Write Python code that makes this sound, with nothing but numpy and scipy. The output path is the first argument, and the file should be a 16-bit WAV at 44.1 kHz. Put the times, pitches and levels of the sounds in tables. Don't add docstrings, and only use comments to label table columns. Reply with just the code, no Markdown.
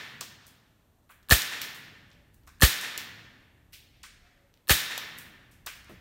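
import sys
import numpy as np
from scipy import signal
from scipy.fft import rfft, irfft
from scipy.io import wavfile

SR = 44100
rng = np.random.default_rng(int(sys.argv[2]) if len(sys.argv) > 2 else 0)


def amplitude_ratio(level_db):
    exponent = np.asarray(level_db, float) / 20
    return 10 ** exponent


def generate_wav(sig):
    pcm = np.round(np.clip(np.atleast_2d(sig).T, -1, 1) * 32767).astype(np.int16)
    wavfile.write(sys.argv[1], SR, pcm)


N = 264721
LEAD = SR // 2

SHOT_TIMES = [
    -.330,
    1.3101,
    2.6217,
    4.6956,
]
# crack level/dB, slide level/dB, gas level/dB, room send/dB, mask note/dB
SHOT_LEVELS = [
    (-5.5, 0, -16.5, 14.5, -9),
    (-2, -5.5, -19, 15.5, -8.5),
    (-2.5, 1.4, -20, 16, -7),
    (-4, -1, -20, 15.5, -1.5),
]


def rms_one(x):
    return x / np.sqrt(np.mean(x ** 2) + 1e-20)


def add(track, s, sound):
    i = LEAD + round(s * SR)
    track[i:i + len(sound)] += sound[:len(track) - i]


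def dying(t60, size):
    return amplitude_ratio(-60 * np.arange(size) / SR / t60)


def coloured(x, points):
    hz, db = np.transpose(points)
    grid = np.fft.rfftfreq(len(x), 1 / SR) + 1
    gain = amplitude_ratio(np.interp(np.log(grid), np.log(hz), db))
    return irfft(rfft(x) * gain, len(x))


def ring(x, hz, t60):
    radius = amplitude_ratio(-60 / (t60 * SR))
    w = 2 * np.pi * hz / SR
    return signal.lfilter([0, np.sin(w)], [1, -2 * radius * np.cos(w), radius ** 2], x + 1e-18)


def peak(x, hz, width):
    return signal.lfilter(*signal.iirpeak(hz, hz / width, fs=SR), x)


def filtered(x, order, hz, kind):
    return signal.sosfilt(signal.butter(order, hz, kind, fs=SR, output="sos"), x)


def tick(db, hz, t60, top_db, spread=1.88):
    body_db = -9.5
    burst = rng.standard_normal(4096) * dying(t60, 4096)
    click = np.eye(1, 4096)[0] * np.sqrt(np.sum(burst ** 2))
    both = np.array([burst, click])
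    band = signal.butter(2, [hz / spread, min(hz * spread, .47 * SR)], "band", fs=SR)
    top = signal.lfilter(*signal.butter(2, 5500, "high", fs=SR), both)
    sound = signal.lfilter(*band, both) + amplitude_ratio(top_db) * top + amplitude_ratio(top_db + body_db) * both
    return amplitude_ratio(db) * sound / np.abs(sound[0]).max()


def muzzle_blast():
    table_echo_s = .0015
    direct, send = np.zeros((2, LEAD + N))
    step = np.linspace(1, -1, 7)
    click = np.eye(1, 1024)[0]
    barrel = peak(click, 1790, 120)
    mask = peak(click, 3700, 220)
    for s, (crack_db, _, _, send_db, mask_db) in zip(SHOT_TIMES, SHOT_LEVELS):
        add(direct, s, amplitude_ratio(crack_db) * step)
        add(direct, s + table_echo_s, amplitude_ratio(crack_db) * step)
        add(direct, s - .0006, tick(crack_db - 4.5, 3000, 0.019, -3.5)[0])
        add(send, s, amplitude_ratio(send_db) * (click + barrel + amplitude_ratio(mask_db) * mask))
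    return direct, send


def gas_vent():
    # f/Hz, level/dB per Hz
    gas_spectrum = [(180, -40.5), (300, -16), (682, -1), (848, -24.5), (1480, -4.5), (1720, 2), (2240, -6),
                    (3190, -3), (6900, -13), (10500, -11), (14700, -9.5), (15700, -16), (16500, -33)]
    after_s, rise_s, lasts_s, fall_t60 = .0082, 0.0046, 0.014, 0.085
    out, t = np.zeros(LEAD + N), np.arange(8192) / SR
    vent = np.clip(t / rise_s, 0, 1) * amplitude_ratio(-60 * np.maximum(t - lasts_s, 0) / fall_t60)
    for s, (_, _, gas_db, _, _) in zip(SHOT_TIMES, SHOT_LEVELS):
        sputter = amplitude_ratio(2.9 * np.interp(t, t[::64], rng.standard_normal(128)))
        jet = rms_one(coloured(rng.standard_normal(8192), gas_spectrum))
        add(out, s + after_s, amplitude_ratio(gas_db) * vent * sputter * jet)
    return out


def mechanism():
    # t/s from the crack, level/dB, f/Hz, t60/s, top-end level/dB
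    trigger_parts = [
        (-.0232, -36.5, 2800, 0.015, -6.5),
        (-.0150, -22.5, 1800, .012, -4),
        (-.0120, -40, 5994, .008, -4),
        (-.0079, -13.5, 5800, .012, -0.5),
        (-.0032, -19.5, 4994, .007, -9),
    ]
    # t/s from the crack, level/dB, f/Hz, t60/s, top-end level/dB
    slide_parts = [
        (.0086, -8, 5000, .009, -4.5),
        (0.0122, -3.5, 2200, .011, -4),
        (.0200, -13.5, 5000, 0.0098, 0),
        (.0285, -11, 3500, .01, -1.1),
        (.0380, -22.5, 9000, .011, -1),
    ]
    scatter_db = 3
    trigger, slide = np.zeros((2, LEAD + N))
    for s, (_, slide_db, _, _, _) in zip(SHOT_TIMES, SHOT_LEVELS):
        for after, *contact in trigger_parts:
            add(trigger, s + after, amplitude_ratio(scatter_db * rng.standard_normal()) * tick(*contact)[0])
        for after, *contact in slide_parts:
            add(slide, s + after, amplitude_ratio(slide_db + scatter_db * rng.standard_normal()) * tick(*contact)[0])
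    return trigger, slide


def body_ring(drive):
    # f/Hz, level/dB, t60/s
    frame_modes = [(396, -22.5, 0.013), (516, -24, 0.017), (1200, -21, 0.0092), (1755, -18, 0.016),
                   (3330, -29, 0.0058), (4400, -23, 0.017)]
    return sum(amplitude_ratio(db) * ring(drive, hz, t60) for hz, db, t60 in frame_modes)


def pistol():
    blast, send = muzzle_blast()
    trigger, slide = mechanism()
    gas = gas_vent()
    body = body_ring(blast + slide + amplitude_ratio(-7) * trigger)
    return blast + trigger + slide + gas + body, send


def strike(near, send, s, db, hz, send_db, *contact):
    sound, click = tick(db, hz, *contact)
    add(near, s, sound)
    add(send, s, amplitude_ratio(send_db - 7.5) * click)


def pellets(near, send):
    # t/s, level/dB, f/Hz, room send/dB
    bounces = [(2.9771, -19.5, 4400, 6.5), (1.613, -30.5, 5000, 2.5), (1.651, -36, 11000, 6.5),
               (.4670, -41.5, 9000, 11), (1.524, -39, 9000, 10), (1.6165, -18, 4200, 10),
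               (1.746, -36, 12000, 16), (2.3434, -47.5, 11670, 9), (4.063, -48, 9860, 3),
               (4.9780, -25.5, 13000, 0), (5.0255, -48, 13200, -3), (5.1857, -29, 12600, 10),
               (5.28, -58, 9000, 17), (5.513, -54, 8080, 19.5), (5.6641, -23, 11200, 4.5),
               (5.753, -50, 13900, 19), (5.845, -49.5, 6900, 3)]
    # t/s, level/dB, f/Hz, room send/dB
    landings = [
        (0.2101, -22, 4794, 8),
        (4.9776, -19.5, 3990, 5),
        (5.6620, -33, 5100, 18.5),
    ]
    for event in bounces:
        strike(near, send, *event, 0.015, -3.5)
    for s, db, hz, send_db in landings:
        strike(near, send, s, db, hz, send_db, .022, -6)
        strike(near, send, s, db - 11.5, 870, send_db, 0.01, -28.5)


def taps_and_rattles(near, send):
    # t/s, level/dB, f/Hz, room send/dB
    taps = [
        (1.2290, -51.5, 4290, 1.5),
        (1.2331, -50, 4300, 2.5),
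        (1.4200, -14, 4970, -4.5),
        (2.8126, -22.5, 7300, 13.5),
        (4.032, -36, 5500, 17),
        (4.0350, -32, 4000, 1.5),
        (.2080, -30, 6000, -6),
    ]
    # t/s, level/dB, f/Hz
    rattles = [(.4615, -53.5, 12100), (.480, -44, 9560), (.488, -52, 11000), (1.0925, -52.5, 2485),
               (1.11, -51.5, 12000), (1.1250, -52.5, 9000), (1.1433, -54.5, 11820), (1.2660, -66, 3957),
               (2.1310, -58, 13000), (2.3370, -61, 10000), (2.4350, -57, 3430), (2.468, -53.5, 9000),
               (2.4775, -43.5, 9000), (2.4915, -49, 5500), (2.5560, -61, 4562), (2.5850, -59, 5500),
               (4.5400, -48, 4000), (4.574, -50, 2990), (2.1030, -57, 6000), (5.171, -45.5, 12200),
               (5.1790, -40, 12000), (5.2240, -43, 13000), (1.099, -53.5, 12950)]
    for event in taps:
        strike(near, send, *event, 0.0042, -8.5)
    for event in rattles:
        strike(near, send, *event, 4, 0.0097, -8)


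def knocks(near, send):
    # t/s, level/dB, f/Hz, room send/dB
    dull_knocks = [
        (4.0379, -38.5, 1665, 10.5),
        (1.0940, -52.5, 1200, 14.5),
        (2.1147, -48, 4100, 8),
        (2.4733, -49, 1200, 9.5),
        (5.6710, -28.5, 2110, 10.5),
        (5.671, -33, 3700, 2.5),
        (5.894, -45, 320, 12),
        (5.895, -48, 790, 5.5),
        (5.904, -54, 497, 17),
        (5.915, -48, 129, 4),
    ]
    for s, db, hz, send_db in dull_knocks:
        t60 = 0.0067 + 30 / hz
        top_db = -28.5 + 2 * min(np.log2(hz / 2000), 0)
        strike(near, send, s, db, hz, send_db, t60, top_db, 1.5)


def far_clacks(near, send):
    # t/s, level/dB, f/Hz, room send/dB
    clacks = [
        (1.095, -54, 2484, 5.5),
        (1.1050, -46, 2000, 14),
        (1.1170, -50, 3200, 7),
        (2.474, -45.5, 5200, 12),
        (3.735, -44.5, 6060, 17),
        (3.724, -49.5, 3000, 1.5),
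        (3.73, -39.5, 3536, 16),
    ]
    for event in clacks:
        strike(near, send, *event, 0.036, -4.5)


def loose_parts():
    near, send = np.zeros((2, LEAD + N))
    for source in (pellets, taps_and_rattles, knocks, far_clacks):
        source(near, send)
    return near, send


def puffs():
    # t/s, level/dB, settled f/Hz, first crest t/s
    air_puffs = [
        (1.3200, -11.8, 45, .0007),
        (2.6315, -8, 42, .0012),
        (4.7062, -18, 46, .0011),
    ]
    extra_turns, rise_s, fade_s = .255, .0007, .024
    out, t = np.zeros(LEAD + N), np.arange(1, 4096) / SR
    envelope = (1 - np.exp(-t / rise_s)) * np.exp(-(t / fade_s) ** 2)
    for s, db, hz, crest in air_puffs:
        cycles = hz * (t - crest) + extra_turns * np.log(t / crest)
        add(out, s, amplitude_ratio(db) * envelope * np.cos(2 * np.pi * cycles))
    return out


def hall(x):
    # f/Hz, early level/dB, early t60/s, late level/dB, late t60/s
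    decay = [(100, -28.5, 0.28, -47.5, 1.1), (294, -30.5, 0.2, -39.5, 1.4), (655, -25.5, 0.1, -42.5, 1.63),
             (1150, -23, 0.14, -36, 1.377), (1800, -27.5, 0.15, -28.5, 1.29), (2800, -28, 0.36, -32, 1.265),
             (3196, -28.5, 0.33, -29.5, 1.084), (5500, -33.5, 0.38, -34, 0.85),
             (9000, -33, 0.34, -39, 0.68), (15000, -33, 0.37, -48, 0.94)]
    far_wall_s, far_wall_db, far_wall_rise_s = 0.22, 4, 0.022
    t = np.arange(2 * SR) / SR
    hz, *columns = np.transpose(decay)
    answer = amplitude_ratio(far_wall_db * (np.clip((t - far_wall_s) / far_wall_rise_s, -1, 0) + 1))
    white = rng.standard_normal((2, len(t)))
    edges = 70 * 2 ** np.arange(0, 8.1, 1 / 3)
    reply = 0
    for k, (low, high) in enumerate(zip(edges, edges[1:])):
        centre = np.log(low * high) / 2
        early_db, early, late_db, late = [np.interp(centre, np.log(hz), c) for c in columns]
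        fall = np.hypot(amplitude_ratio(early_db - 60 * t / early), answer * amplitude_ratio(late_db - 6.5 - 60 * t / late))
        uneven = amplitude_ratio(0.61 * np.interp(t, t[::700], rng.standard_normal(126)))
        reply = reply + fall * uneven * filtered(white[k % 2], 2, [low, high], "band")
    return signal.fftconvolve(x, reply * np.clip(t / 0.0061, 0, 1))[:len(x)]


def far_whine():
    # start t/s, end t/s, f/Hz, level/dB
    hums = [
        (2.074, 2.273, 574, -73),
        (4.075, 4.5, 711, -76),
        (4.298, 4.6, 560, -77),
    ]
    t, out = np.arange(N) / SR, np.zeros(N)
    for start, end, hz, db in hums:
        arch = np.sin(np.pi * np.clip((t - start) / (end - start), 0, 1))
        out += amplitude_ratio(db) * arch * rms_one(ring(rng.standard_normal(N), hz, 0.22))
    return out


def room_tone():
    # f/Hz, level/dB per Hz
    air_spectrum = [(15, -35), (25, -9.5), (65, -6), (114, -1.5), (197, -6), (651, -9.5), (1780, -22),
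                    (2210, -25), (4020, -24.5), (4990, -30), (6040, -27), (10400, -28.5), (13300, -25.5),
                    (15200, -30), (16500, -49.5)]
    # t/s, level/dB
    draught = [(0.0, -77), (1.35, -67.5), (1.57, -75), (1.9, -69), (2.09, -66), (2.37, -62.5),
               (2.62, -61.5), (2.94, -78), (3.19, -71.5), (3.61, -63.5), (4.23, -64.5), (4.64, -71.5),
               (5.01, -70), (6.0, -59)]
    boom_top_s, boom_width_s = 0.47, 0.48
    t = np.arange(N) / SR
    air = coloured(rng.standard_normal(N), air_spectrum)
    deep = rms_one(filtered(air, 4, 75, "low"))
    low = rms_one(filtered(air, 2, [75, 300], "band"))
    hiss = rms_one(filtered(air, 4, 300, "high"))
    swell = sum(np.exp(-((t - s - boom_top_s) / boom_width_s) ** 2) * (t > s) for s in SHOT_TIMES)
    wander_db = np.interp(t, t[::6000], rng.standard_normal(len(t[::6000])))
    boom = amplitude_ratio(-73.5 + 14.5 * swell + wander_db)
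    draught_db = np.interp(t, *np.transpose(draught))
    low_gain = np.hypot(boom, amplitude_ratio(draught_db - 6.5))
    return amplitude_ratio(-72) * hiss + amplitude_ratio(draught_db) * deep + low_gain * low + far_whine()


def scene():
    gun, gun_send = pistol()
    bits, bits_send = loose_parts()
    sound = gun + bits + puffs() + hall(gun_send) + hall(bits_send)
    return (sound[LEAD:] + room_tone())[None]


def top_cut(x):
    return signal.sosfilt(signal.butter(12, 16990, fs=SR, output="sos"), x)


def record(dry):
    dipped = dry - .4 * peak(dry, 10500, 800)
    rounded = 0.9 * np.tanh(dipped / 0.85)
    cut = signal.sosfilt(signal.cheby2(10, 30, 16200, fs=SR, output="sos"), rounded)
    return top_cut(cut)


dry = scene()
out = record(dry)
generate_wav(out)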